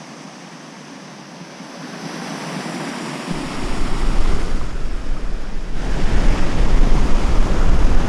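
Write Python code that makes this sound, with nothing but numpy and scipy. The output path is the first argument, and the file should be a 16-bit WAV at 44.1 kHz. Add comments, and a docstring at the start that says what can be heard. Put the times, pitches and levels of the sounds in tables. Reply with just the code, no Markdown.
"""The rush of white water from a cascade and a waterfall swells, hides and returns as a microphone moves among rocks.
The rush is bubble clicks, noise and ringing air pockets, shaped by a spectrum that varies in time.
Echoes off the stone cut gliding dips into it, and the treble slowly changes colour.
From the third second on the low cut opens with a thump and wind buffets the port as low-frequency pressure noise.
Slaps of water and that thump are knocks: struck, damped resonances."""
import sys
import numpy as np
from scipy import signal
from scipy.io import wavfile
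from scipy.ndimage import uniform_filter1d

SR = 44100
rng = np.random.default_rng(int(sys.argv[2]) if len(sys.argv) > 2 else 0)


def ratio(d):
    """dB to gain"""
    e = np.asarray(d, float) / 20
    return 10 ** e


def generate_wav(sig):
    """Save sig (samples, or channels by samples) to the path in sys.argv[1] as 16-bit PCM at SR."""
    pcm = np.round(np.clip(np.atleast_2d(sig).T, -1, 1) * 32767).astype(np.int16)
    wavfile.write(sys.argv[1], SR, pcm)


N = 356328   # length in samples
HOP = 128    # samples between control points

# Level of the rush: t/s, level/dB
RUSH_LEVEL = [(0, -40), (1.3, -40.5), (1.55, -39.5), (1.62, -38.5), (2.0, -35), (2.15, -32.5), (2.4, -31),
              (3.7, -31.5), (4.15, -32), (4.32, -31), (4.5, -34.5), (4.75, -38.5), (5.5, -40),
              (5.72, -40.3), (5.79, -35.5), (5.96, -32), (6.25, -29), (6.55, -30), (7.0, -29.5),
              (8.08, -29.5)]
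# Power spectrum of the white water through the microphone, below 3.5 kHz: f/Hz, level per Hz/dB
WATER_LOW_SPECTRUM = [(35, -10), (60, -21), (92, -9), (178, -8), (211, -10.5), (264, -10), (521, -16.5),
                      (757, -19), (1300, -20.5), (3500, -31), (4550, -63), (7700, -120)]
# The same from 3.5 kHz up, relative to the lower spectrum's end: f/Hz, level/dB
WATER_HIGH_SPECTRUM = [(3500, -1.5), (3900, -2.5), (4250, -5), (4650, -2), (5100, -2), (6200, -3.5),
                       (8000, -11), (10000, -15), (10900, -18), (11500, -29), (12200, -30), (13200, -26),
                       (14500, -31), (16000, -43)]
# A notch in the treble that slides down, deepens and fills in: t/s, f/Hz, depth/dB
TREBLE_NOTCH = [(0, 6800, 4), (1, 6760, 4), (2.3, 6700, 11), (3.2, 6200, 8), (3.7, 6120, 8), (4.5, 5980, 3),
                (8.08, 6000, 1.5)]
# Lift of the treble bands: t/s, at 2.7 kHz/dB, presence plateau/dB, at 9.4 kHz/dB, at 11.4 kHz/dB
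TREBLE_BANDS = [(0, 0, 7, 4, -1), (1.4, 1, 7.5, 0.5, 3), (2, 0, 7, 0, 8), (2.8, 0.5, 4, 4.5, 4),
                (3.5, 2, 4, 5.5, 1), (4.5, 0, 2.5, 3, 0.5), (5.5, 0, 3, 0.5, 0), (6.2, 0.5, 1, -0.5, -2),
                (7.5, -1, -1.5, -1, 1), (8.08, -1, -1.5, -3.5, 3)]
# Two bands cancelled by rock echoes: t/s, lower dip f/Hz, lower dip depth/dB, upper dip f/Hz
ECHO_DIPS = [(0, 406, 5.5, 1370), (2, 413, 5.5, 1300), (3.2, 470, 5.5, 1440), (3.8, 493, 5, 1600),
             (4.2, 526, 3, 1700), (4.6, 764, 4, 1830), (5.2, 980, 3.5, 2030), (6.4, 1250, 4, 2300),
             (7.5, 1830, 3.5, 2610), (8.08, 1950, 2, 2800)]
# Edge of the low cut under the water: t/s, f/Hz
LOW_CUT_EDGE = [(0, 142), (1.67, 140), (1.74, 201), (1.8, 146.3), (3.45, 143), (3.65, 100), (5.7, 97),
                (6.1, 70), (8.08, 70)]
# Short flares of the wind flutter: t/s, lift/dB
FLUTTER_GUSTS = [(3.45, 10), (3.75, 9.6), (4.18, 4.8), (4.35, 8), (4.65, 9), (5.12, 8), (5.28, 3.1),
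                 (5.85, 8), (6.15, 13), (6.57, 12), (6.76, 6), (7.05, 11), (7.3, 14), (7.65, 16), (7.82, 8),
                 (7.99, 7.5)]
# Buffeting of the wind on the port: t/s, level/dB
WIND_BUFFETING = [(3.31, -30), (3.52, -29), (3.68, -15.5), (4.0, -13.5), (4.2, -8.5), (4.45, -12),
                  (4.65, -15), (5.2, -16), (5.65, -17), (6.0, -12), (6.3, -5.5), (6.5, -12), (6.8, -5),
                  (7.2, -9.5), (7.45, -8), (7.6, -10), (7.95, -5.5), (8.08, -13.5)]
# Knocks: slaps of water, and at 3.309 s the thump as the low cut opens:
# t/s, strike level/dB, f/Hz, decay time to -60 dB/s
KNOCKS = [(1.414, -18, 162, 0.043), (1.604, -27, 179, 0.061), (1.837, -24, 257, 0.096),
          (3.309, -10, 189, 0.053), (4.613, -17.5, 1110, 0.011), (5.167, -32, 1260, 0.095)]

# The bass under 350 Hz gains slowly
DEPTH_DB, DEPTH_GAIN_DB_PER_S = -0.36, 0.25
# The upper echo dip holds its depth, then fills in
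UPPER_DIP_DB, DIP_HOLDS_S, FILL_DB_PER_S = 4.5, 3.4, 1.5
# Flutter level at 0 dB of buffeting, its dB per dB of buffeting, and the standard deviation of a gust in time
FLUTTER_DB, FLUTTER_FOLLOWS, GUST_S = -24.5, 0.83, 0.092
WIND_STARTS_S = 3.309


def rms_one(x):
    """Normalisation: scales a signal to unit rms."""
    return x / np.sqrt(np.mean(x ** 2) + 1e-20)


def in_time(rows, s):
    """Linear interpolation: the columns of a table at the times s."""
    at, *columns = np.transpose(rows)
    return [np.interp(s, at, column) for column in columns]


def at_hz(points, hz):
    """Logarithmic frequency axis: a spectrum interpolated in log f."""
    at, level_db = np.transpose(points)
    return np.interp(np.log(hz), np.log(at), level_db)


def bell(hz, centre_hz, octaves):
    """Gaussian resonance curve of unit height on the log-frequency axis."""
    return np.exp(-.5 * (np.log2(hz / centre_hz) / octaves) ** 2)


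def drift(rate, step_s, size):
    """Low-passed randomness: rows of noise through a double pole, scaled to unit deviation."""
    r = np.exp(-2 * np.pi * rate * step_s)
    run_in = 2000
    noise = rng.standard_normal((size[0], size[1] + run_in))
    slow = signal.lfilter([1], [1, -2 * r, r * r], noise)[:, run_in:]
    return slow / slow.std()


def ring(clicks, hz, t60):
    """Damped resonance: a unit click excites a decaying sine of unit initial height."""
    r, w = ratio(-60 / (t60 * SR)), 2 * np.pi * hz / SR
    return signal.lfilter([0, np.sin(w)], [1, -2 * r * np.cos(w), r * r], clicks + 1e-18)


def water():
    """Time-varying filtering: broadband white water shaped by treble, rock echoes and churn."""
    pockets = gurgles(per_s=900., cycles=22.4, spread_db=2.5)
    source = foam(per_s=6000., spread_db=3., share=0.13) + ratio(-12.5) * pockets
    hz, s, cells = signal.stft(source, SR, nperseg=8 * HOP, noverlap=7 * HOP)
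    hz = np.maximum(hz, 1)[:, None]

    low_part = at_hz(WATER_LOW_SPECTRUM, hz)
    high_part = at_hz(WATER_LOW_SPECTRUM, 3500) + at_hz(WATER_HIGH_SPECTRUM, hz)
    colour = np.where(hz < 3500, low_part, high_part)
    depth_db = DEPTH_DB + DEPTH_GAIN_DB_PER_S * s
    colour = colour + depth_db / (1 + (hz / 350) ** 4)

    bite_db, presence_db, air_db, top_db = in_time(TREBLE_BANDS, s)
    notch_hz, notch_db = in_time(TREBLE_NOTCH, s)
    # the presence plateau breaks off just below the notch
    plateau = 1 / (1 + (4400 / hz) ** 8.0) / (1 + (hz / (0.98 * notch_hz)) ** 47.0)
    colour = colour + presence_db * plateau
    colour = colour + bite_db * bell(hz, 2700, 0.36)
    colour = colour + air_db * bell(hz, 9400, 0.36)
    colour = colour + top_db * bell(hz, 11400, 0.15)
    colour = colour - notch_db * bell(hz, notch_hz, 0.057)

    low_hz, low_db, high_hz = in_time(ECHO_DIPS, s)
    high_db = np.maximum(UPPER_DIP_DB - FILL_DB_PER_S * np.maximum(s - DIP_HOLDS_S, 0), 0)
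    colour = colour - low_db * bell(hz, low_hz, 0.23) - high_db * bell(hz, high_hz, 0.12)

    # the middle band carries the level
    middle = (hz[:, 0] > 500) & (hz[:, 0] < 6000)
    colour = colour - 10 * np.log10(np.sum(ratio(2 * colour[middle]), axis=0) / len(hz))
    colour = colour + churn(hz, s, together_db=0.36, patch_db=0.49, swirl_db=0.25)
    gain = ratio(colour + in_time(RUSH_LEVEL, s)[0])
    return signal.istft(cells * gain, SR, nperseg=8 * HOP, noverlap=7 * HOP)[1][:N]


def foam(per_s, spread_db, share):
    """Shot noise: bursting bubbles as dense uneven clicks over smooth noise, flat in spectrum."""
    sizes = ratio(spread_db * np.minimum(rng.exponential(1, N), 5)) * rng.choice([-1, 1], N)
    bursts = rms_one(sizes * (rng.random(N) < per_s / SR))
    # share is the part of the power in the clicks
    return np.sqrt(share) * bursts + np.sqrt(1 - share) * rng.standard_normal(N)


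def gurgles(per_s, cycles, spread_db):
    """Bubble resonance: air pockets born in clumps ring down by 60 dB in a set number of cycles."""
    frames = N // HOP + 1
    clumps = np.interp(np.arange(N) / HOP, np.arange(frames), drift(5., HOP / SR, (1, frames))[0])
    sizes = ratio(spread_db * np.minimum(rng.exponential(1, N), 4)) * rng.choice([-1, 1], N)
    born = rng.random(N) < per_s * ratio(2.2 * clumps) / SR
    pitches = np.geomspace(140, 2000, 24)
    dealt = rng.integers(0, 24, N)
    out = np.zeros(N)
    for k, hz in enumerate(pitches):
        ringing = rms_one(ring(sizes * born * (dealt == k), hz, cycles / hz))
        out += ringing * np.sqrt(hz / SR)   # equal power per Hz from the bass to the middle
    return out


def churn(hz, s, together_db, patch_db, swirl_db):
    """Turbulent modulation: common surges, quick octave-wide patches, slow narrow-band swirls."""
    def spread(rate, count):
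        """Power-preserving crossfade of independent drifts from band to band."""
        rows = drift(rate, HOP / SR, (count, len(s)))
        place = np.interp(np.log(hz[:, 0]), np.log([60, 16000]), [0, count - 1.001])
        low, part = place.astype(int), (place % 1)[:, None]
        return rows[low] * np.cos(part * np.pi / 2) + rows[low + 1] * np.sin(part * np.pi / 2)

    # spray surges most in the treble
    surge = drift(27.0, HOP / SR, (1, len(s))) * (hz / 4000) ** .25
    return together_db * surge + patch_db * spread(38.0, count=9) + swirl_db * spread(1.6, count=30)


def knocks():
    """Impulse excitation: at each slap of water, and as the low cut opens, a damped resonance knocks."""
    out = np.zeros(N)
    for s, strike_db, hz, t60 in KNOCKS:
        click = np.zeros(N)
        click[round(s * SR)] = ratio(strike_db)
        out += ring(click, hz, t60)
    return out


def low_cut(x, leak_db):
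    """High-pass filtering: a steep moving edge removes the bass but for a little leakage."""
    hz, s, cells = signal.stft(x, SR, nperseg=32 * HOP, noverlap=28 * HOP)
    edge_hz, = in_time(LOW_CUT_EDGE, s)
    passed = 1 / np.sqrt(1 + (edge_hz / np.maximum(hz, 1)[:, None]) ** 53.0)
    return signal.istft(cells * (passed + ratio(leak_db)), SR, nperseg=32 * HOP, noverlap=28 * HOP)[1][:N]


def wind():
    """Turbulent pressure: eddies on the port give slow buffeting and a quicker, lumpier flutter."""
    def eddies(low_hz, high_hz):
        """Band-limited noise: the pressure of one eddy size, after a second of run-in."""
        sos = signal.butter(2, [low_hz, high_hz], "band", fs=SR, output="sos")
        return rms_one(signal.sosfilt(sos, rng.standard_normal(N + SR))[SR:])

    s = np.arange(N) / SR
    buffet_db, = in_time(WIND_BUFFETING, s)
    flutter_db = FLUTTER_DB + FLUTTER_FOLLOWS * buffet_db
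    for at, lift_db in FLUTTER_GUSTS:
        flutter_db = flutter_db + lift_db * np.exp(-.5 * ((s - at) / GUST_S) ** 2)

    # big eddies roll off steeply
    buffet = signal.sosfilt(signal.butter(2, 55., fs=SR, output="sos"), eddies(5.6, 23.6))
    # the gusts set the level, not chance
    buffet /= np.sqrt(uniform_filter1d(buffet ** 2, size=SR // 6) + 0.34)

    points = N * 100 // SR + 1
    lumps_db = 2.9 * np.interp(s * 100, np.arange(points), drift(7.8, 0.0096, (1, points))[0])
    flutter = rms_one(eddies(22.5, 56.4) * ratio(lumps_db))

    opened = np.clip((s - WIND_STARTS_S) / .004, 0, 1)
    # the first push arrives whole, as one slow swing
    push = np.zeros(N)
    push[round(WIND_STARTS_S * SR) + SR // 100] = -ratio(-19.0)
    return opened * (ratio(buffet_db) * buffet + ratio(flutter_db) * flutter) + ring(push, 16.0, 0.32)


def scene():
    """Superposition: water and knocks behind the low cut, wind straight on the port."""
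    behind_cut = low_cut(water() + knocks(), leak_db=-28.5)
    return (behind_cut + wind())[None]


def low_pass(x):
    """Removes everything above the highest recorded frequency."""
    return signal.sosfilt(signal.butter(12, 15150, fs=SR, output="sos"), x)


def record(dry):
    """Soft saturation: a hyperbolic tangent rounds the peaks."""
    mix = 1.149 * np.tanh(dry / 1.234)
    return low_pass(mix)


dry = scene()
out = record(dry)
generate_wav(out)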